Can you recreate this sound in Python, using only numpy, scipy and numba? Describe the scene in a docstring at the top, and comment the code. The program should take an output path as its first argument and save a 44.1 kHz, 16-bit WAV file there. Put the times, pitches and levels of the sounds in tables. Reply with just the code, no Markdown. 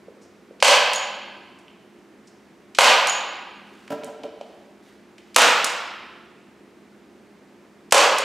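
"""A hand staple gun drives four staples through cloth into a wooden seat base, in a large, hard-walled
garage, a little right of the microphone. Each squeeze trips a catch, the driver slams home, the lever
clacks back and its spring pings. Midway the gun is laid on the plank table and the cloth is pulled over.
A fan hums in the background. The camera's stereo microphone feeds a limiter that ducks under each shot."""
import sys
import numpy as np
from scipy import signal
from scipy.fft import rfft, irfft
from scipy.io import wavfile
from scipy.ndimage import uniform_filter1d
from numba import njit

SR = 44100
rng = np.random.default_rng(int(sys.argv[2]) if len(sys.argv) > 2 else 0)


def inscribe(sig):
    """Save sig as 16-bit PCM at rate SR to the path in sys.argv[1].

    A 1-D sig is mono; a 2-D sig holds one channel per row.
    Samples are clipped to [-1, 1] before scaling.
    """
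    pcm = np.round(np.clip(np.atleast_2d(sig).T, -1, 1) * 32767)
    wavfile.write(sys.argv[1], SR, pcm.astype(np.int16))


N = 363384
TIME = np.arange(N) / SR
HIT = 16384  # samples in one hit
HIT_S, HIT_HZ = np.arange(HIT) / SR, np.arange(1, HIT // 2 + 2) * SR / HIT
TOP_HZ = 15600

# The shots; the last two columns set the direct path past the hand to the microphone: start_s, level_db,
# thump_db, boom_db, bark_db, crack_db, resonance_depth, pitch_ratio, direct_db, treble_db
STAPLE_SHOTS = [(.624, 6, -4, 4, -2.5, 7, 1.1, 0.99, 1, -25),
                (2.7853, 6.5, 1.5, 0, 2, 4, 0.71, 0.96, -0.5, -11.5),
                (5.3608, 4.5, 5.5, -2, 3, 3.5, .2, .85, -3.5, 4.5),
                (7.922, 5, 9, 4.5, 4, 7, .56, 0.99, -4.5, 6.5)]
# Spectrum of the driver's blow: frequency_hz, level_db
BLOW_SPECTRUM = [(30, -38.5), (110, -35.5), (230, -18.5), (370, -20), (490, -1), (900, -4.5), (1300, 0),
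                 (2000, -5.5), (2800, -4.5), (4200, -12), (7500, -14), (11000, -20), (16000, -34.5)]
# Resonances of the gun pressed on the seat: pitch_hz, width_hz, gain_db
GUN_ON_SEAT_MODES = [(586.6, 31, 5), (705, 42, -3), (810, 180, 8.5), (1020, 76, 7), (1415, 75, -8),
                     (1610, 200, 5.5), (1860, 89, -8), (2080, 220, 4.5), (2610, 110, 4.5), (3110, 250, 7),
                     (3700, 250, 1.5), (4520, 350, 7.5), (6030, 40, 6.5)]
# The lever's cycle around each shot: catch_s, catch_db, return_s, return_db, return_centre_hz, spring_db
LEVER_CYCLES = [(0.6005, -35.5, .933, -28, 5750, -23.5), (2.7474, -30.5, 3.07, -25, 4400, -20),
                (5.3433, -35.5, 5.6432, -20.5, 6535, -35), (7.9082, -34.5, 8.183, -26, 7000, -38.5)]
# Resonances of the steel lever and case: pitch_hz, width_hz, gain_db
CASE_MODES = [(2400, 150, 7), (3040, 70, 8), (4080, 70, 1.5), (4500, 70, 4.5), (5160, 71, 9), (5800, 69, 9),
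              (6940, 100, 8), (7760, 70, 3.5), (7930, 53, 8), (8900, 130, 7), (10450, 88, 5),
              (12600, 120, 9.5)]
# Ring of the return spring: pitch_hz, level_db, t60_s
SPRING_PARTIALS = [(6750, -9, 0.061), (7100, -22, 0.028), (9200, -23.5, 0.037)]
# The spring brushes the case, then snaps free: delay_s, gain_db
SPRING_CONTACTS = [(.012, -7), (.0245, 0)]
# The gun is laid down and rocks: start_s, thud_db, centre_hz, length_s, resonance_depth, clack_db
TABLE_KNOCKS = [(3.902, -21.5, 400, 0.0092, 1.06, -45.5), (3.915, -18, 500, .017, 0.96, -45.5),
                (4.033, -28.5, 415, 0.0061, .9, -41.5), (4.071, -28.5, 590, .022, .8, -53.5),
                (4.233, -23.5, 493, 0.019, 0.67, -41.5), (4.41, -30, 608, 0.0029, 0.22, -45.5)]
# Resonances of the plank table: pitch_hz, width_hz, gain_db
TABLE_MODES = [(150, 20, 6.5), (261, 30, 12.5), (305, 25, 6), (393, 25, -7), (448, 9.3, 20),
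               (515, 25, -13.5), (588, 27, 23.5), (736, 46, 9), (860, 70, -3), (997, 22, 16.5),
               (1140, 80, -8.5), (1351, 28, 11.5), (1610, 50, 7.5)]
# Ticks and scrapes of the case: start_s, level_db, centre_hz, width_octaves, length_s
GRIP_SHIFTS = [(0.207, -53.5, 5678, 0.42, 0.044), (1.584, -59, 7000, 1, .012),
               (1.681, -48, 2880, 0.18, 0.0025), (2.267, -52, 5300, 0.49, 0.02),
               (3.8764, -42, 1500, 0.57, 0.0049), (4.0445, -42.5, 9500, .7, .002),
               (5.179, -46.5, 2400, 0.62, 0.0077)]
# The nose meets the seat: start_s, level_db
NOSE_BUMPS = [(.082, -37), (.508, -39)]
# Pulls on the cloth: middle_s, level_db, half_length_s
CLOTH_PULLS = [(3.78, -62, .14), (4.5, -66.5, .18), (4.89, -62, 0.071), (5.27, -67.5, 0.077)]
# Hiss of the cloth: frequency_hz, relative_db
CLOTH_SPECTRUM = [(200, -11.0), (1500, 9.5), (6000, -2), (10000, -8.5), (16000, -18.5)]
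# Rush of air from the fan: frequency_hz, relative_db
AIR_SPECTRUM = [(30, -17), (70, -8), (105, -12.5), (150, -9), (210, -1), (380, -1.5), (500, -8.5),
                (1000, -14), (2100, -17.5), (3500, -25.5), (8000, -33), (16000, -45.5)]
# Hum of the fan blades: pitch_hz, level_db
BLADE_TONES = [(204.6, -60), (258.4, -71), (350, -61), (409.1, -67)]
# Decay of the garage: frequency_hz, t60_s
TAIL_DECAY = [(100, 0.68), (250, 0.96), (500, 1.083), (1000, 1.3), (2800, 1.308), (4500, 1.06),
              (7000, 0.54), (11000, 0.41), (16000, 0.88)]
# Diffuse sound at the microphone: frequency_hz, level_db
TAIL_SPECTRUM = [(60, -45.5), (250, -33), (500, -37.5), (2500, -36.5), (6000, -34.5), (14000, -41)]
# Colour of the tail's side channel: frequency_hz, gain_db
SIDE_SPECTRUM = [(250, -12.0), (1000, -1), (4000, 1.5), (8000, 2.5), (13000, -5.0)]
# Echoes off the floor and nearest walls: delay_s, level_db
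NEAR_ECHOES = [(.0075, -16), (.0215, -11.5), (.029, -16), (.056, -17)]


def staple_gun(catch_s, catch_db, start_s, level_db, thump_db, boom_db, bark_db, crack_db, depth, ratio):
    """The catch trips, then the driver hits staple and wood, coloured by where the nose sits."""
    out = np.zeros(N)
    add(out, catch_s, catch_db, steel_click(length_s=.0059, centre_hz=3650, octaves=.76))
    seat_and_plank = thump_db * bell(350, .35) + boom_db * bell(540, .38)
    bark_and_crack = bark_db * bell(950, .39) + crack_db * bell(7800, .47)
    ring = depth * peaks(GUN_ON_SEAT_MODES, ratio)
    colour_db = along(BLOW_SPECTRUM, HIT_HZ) + seat_and_plank + bark_and_crack + ring
    add(out, start_s, level_db, strike(colour_db, length_s=.0056))
    return out


def steel_click(length_s, centre_hz, octaves):
    """A contact rings the steel lever and case."""
    steel_db = peaks(CASE_MODES) + along([(9000, 4.5), (16000, -13)], HIT_HZ)
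    return strike(band(centre_hz, octaves, skirt_db=10) + steel_db, length_s)


def lever(clack_s=.0037, bounce_s=.0041, bounce_db=-5, rub_s=.0035):
    """Let go, the lever clacks on its stop and bounces once; the return spring pings just after."""
    out = np.zeros(N)
    ring = sum(undb(db) * np.sin(2 * np.pi * hz * HIT_S) * np.exp(-np.log(1000) * HIT_S / t60_s)
               for hz, db, t60_s in SPRING_PARTIALS)
    for _, _, return_s, db, centre_hz, spring_db in LEVER_CYCLES:
        add(out, return_s, db, steel_click(clack_s, centre_hz, octaves=1))
        add(out, return_s + bounce_s, db + bounce_db, steel_click(clack_s, centre_hz, octaves=1))
        for delay_s, gain_db in SPRING_CONTACTS:
            ping = signal.fftconvolve(contact(rub_s), ring)[:HIT]
            add(out, return_s + delay_s, spring_db + gain_db, ping)
    return out


def plank_table(damped_octaves=.38, free_octaves=1.15):
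    """Each knock is a thud of wood and a clack of steel; a resting hand damps and narrows the ring."""
    out = np.zeros(N)
    for start_s, thud_db, centre_hz, length_s, depth, clack_db in TABLE_KNOCKS:
        octaves = damped_octaves + (free_octaves - damped_octaves) * abs(depth) ** 3
        wood_db = band(centre_hz, octaves, skirt_db=15) + depth * peaks(TABLE_MODES)
        add(out, start_s, thud_db, strike(wood_db, length_s))
        add(out, start_s, clack_db, steel_click(length_s=.0054, centre_hz=2900, octaves=.43))
    return out


def handling():
    """The case ticks and scrapes as the grip shifts; the nose bumps dully against the seat."""
    out = np.zeros(N)
    for start_s, db, centre_hz, octaves, length_s in GRIP_SHIFTS:
        add(out, start_s, db, steel_click(length_s, centre_hz, octaves))
    for start_s, db in NOSE_BUMPS:
        add(out, start_s, db, strike(band(centre_hz=486, octaves=.4, skirt_db=20), length_s=.0013))
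    return out


def cloth(grain_db=5):
    """Threads catch and slip: a faint grainy hiss that swells with each pull."""
    grain = np.tanh(unit(uniform_filter1d(rng.standard_normal(N), size=200)))
    hiss = unit(noise(CLOTH_SPECTRUM) * undb(grain_db * grain))
    return hiss * sum(undb(db) * np.exp(-((TIME - s) / half_s) ** 2) for s, db, half_s in CLOTH_PULLS)


def fan(air_mid_db=-52, air_side_db=-64.5, waver=.19):
    """Air rush and wavering blade tones in the background, as mid and side."""
    mid = undb(air_mid_db) * noise(AIR_SPECTRUM)
    knots_s = np.linspace(0, N / SR, 40)
    for hz, db in BLADE_TONES:
        swell, drift = (np.interp(TIME, knots_s, rng.standard_normal(len(knots_s))) for _ in range(2))
        amplitude = np.sqrt(2) * undb(db) * (1 + waver * swell)
        mid += amplitude * np.sin(2 * np.pi * hz * TIME + waver * drift)
    brighter_air = [(hz, db + 2.2 * np.log10(hz / 2000)) for hz, db in AIR_SPECTRUM]
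    return np.array([mid, undb(air_side_db) * noise(brighter_air)])


def garage(direct_db, treble_db, onset_s=.0032, side_db=-16, far_s=.12, far_width_s=.035, far_db=1):
    """The path to the microphone, as mid and side: direct sound, near echoes, then a dense tail."""
    size = 65536
    t, hz = np.arange(size) / SR, np.arange(size // 2 + 1) * SR / size
    centres_hz = np.geomspace(100, TOP_HZ, 12)
    spectra, response = rfft(rng.standard_normal((2, size))), np.zeros((2, size))
    for centre_hz, share in zip(centres_hz, np.eye(len(centres_hz))):
        noise_band = irfft(spectra * along(np.c_[centres_hz, share], hz))
        decay = np.exp(-np.log(1000) * t / along(TAIL_DECAY, centre_hz))
        response += noise_band * undb(along(TAIL_SPECTRUM, centre_hz)) * decay
    response *= 1 - np.exp(-(t / onset_s) ** 2)
    # the door and far walls answer late, as a soft swell in the tail
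    response *= undb(far_db * np.exp(-((t - far_s) / far_width_s) ** 2))
    # the microphone's two ports sit close together, so long waves reach both alike
    response[1] = irfft(rfft(response[1]) * undb(side_db + along(SIDE_SPECTRUM, hz)))
    direct = undb(direct_db) * (t == 0)
    treble = signal.lfilter(*signal.butter(1, 5000, "high", fs=SR), direct)
    response[0] += direct + (undb(treble_db) - 1) * treble
    for delay_s, db in NEAR_ECHOES:
        response[0, int(delay_s * SR)] += undb(db)
    return response


def contact(length_s, rise=.25, chatter_db=-19, chatter_lengths=2.1):
    """Two hard parts meet, then chatter briefly; the spectrum is even."""
    age = HIT_S / length_s
    attack = 1 - np.exp(-(age / rise) ** 2)
    shape = attack * (np.exp(-age ** 2) + undb(chatter_db) * np.exp(-age / chatter_lengths))
    force = rng.standard_normal(HIT) * shape
    for _ in range(5):  # flatten the spectrum, then restore the envelope
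        force = irfft(np.exp(1j * np.angle(rfft(force))))
        force = force * shape / np.sqrt(np.abs(uniform_filter1d(force ** 2, size=90)) + 1e-12)
    return force


def strike(colour_db, length_s):
    """A contact rings a body with this response (causal, through the folded cepstrum)."""
    cepstrum = irfft(colour_db * np.log(10) / 20)
    cepstrum[1:HIT // 2] *= 2
    cepstrum[HIT // 2:] = 0
    return irfft(rfft(contact(length_s)) * np.exp(rfft(cepstrum)))


def add(track, start_s, level_db, hit):
    """Mix in a hit whose energy equals 5 ms at the given level."""
    start = int(start_s * SR)
    hit = hit * undb(level_db) * np.sqrt(.005 * SR / np.sum(hit ** 2))
    track[start:start + HIT] += hit[:N - start]


def undb(db):
    """Decibels to gain."""
    return 10 ** (np.asarray(db) / 20)


def unit(x):
    """Scale to rms 1."""
    return x / np.sqrt(np.mean(x ** 2))


def along(points, hz):
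    """Read (frequency_hz, value) points on a log-frequency axis."""
    points_hz, values = np.transpose(points)
    return np.interp(np.log(np.maximum(hz, 1)), np.log(points_hz), values)


def bell(centre_hz, octaves):
    """A bell over frequency, 1 at its centre."""
    return np.exp(-.5 * (np.log2(HIT_HZ / centre_hz) / octaves) ** 2)


def band(centre_hz, octaves, skirt_db):
    """A broad resonance in dB, with skirts that keep falling."""
    return -skirt_db * np.log(1 + .5 * (np.log2(HIT_HZ / centre_hz) / octaves) ** 2)


def peaks(modes, pitch_ratio=1):
    """Narrow resonances and notches in dB."""
    return sum(db / (1 + ((HIT_HZ - hz * pitch_ratio) / width_hz) ** 2) for hz, width_hz, db in modes)


def noise(spectrum):
    """Steady noise with the given spectrum, rms 1."""
    gain = undb(along(spectrum, np.arange(N // 2 + 1) * SR / N))
    return unit(irfft(rfft(rng.standard_normal(N)) * gain, N))


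@njit
def follow(x, attack, release):
    """Peak follower with separate rise and fall."""
    out, level = np.empty(len(x)), 0.
    for i in range(len(x)):
        level += (x[i] - level) * (attack if x[i] > level else release)
        out[i] = level
    return out


def scene(right_db=.56):
    """The work sounds through the garage, over the fan; the tail changes as the gun moves between shots."""
    small_sounds = lever() + handling() + plank_table() + cloth()
    sources = [(small_sounds, -.5, 3)]  # track, direct_db, treble_db; the hand does not shade these
    for (*shot, direct_db, treble_db), (catch_s, catch_db, *_) in zip(STAPLE_SHOTS, LEVER_CYCLES):
        sources.append((staple_gun(catch_s, catch_db, *shot), direct_db, treble_db))
    at_microphone = fan()
    for track, direct_db, treble_db in sources:
        at_microphone += signal.fftconvolve(track[None], garage(direct_db, treble_db), axes=1)[:, :N]
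    mid, side = at_microphone
    return np.array([(mid + side) * undb(-right_db), (mid - side) * undb(right_db)])


def record(dry, limit_db=-6, attack_s=.0011, release_s=.027, low_cut_hz=90):
    """The camera's limiter ducks under each crack; first peaks clip; deep bass and top treble are cut."""
    envelope = follow(np.abs(dry).max(axis=0), 1 / (1 + attack_s * SR), 1 / (1 + release_s * SR))
    envelope = np.roll(envelope, -SR // 1000)  # it looks a millisecond ahead
    limited = np.clip(dry / np.maximum(envelope / undb(limit_db), 1), -1, 1)
    bass_cut = signal.lfilter(*signal.butter(2, low_cut_hz, "high", fs=SR), limited)
    return signal.sosfilt(signal.ellip(10, .2, 80, TOP_HZ, fs=SR, output="sos"), bass_cut)


dry = scene()
out = record(dry)
inscribe(out)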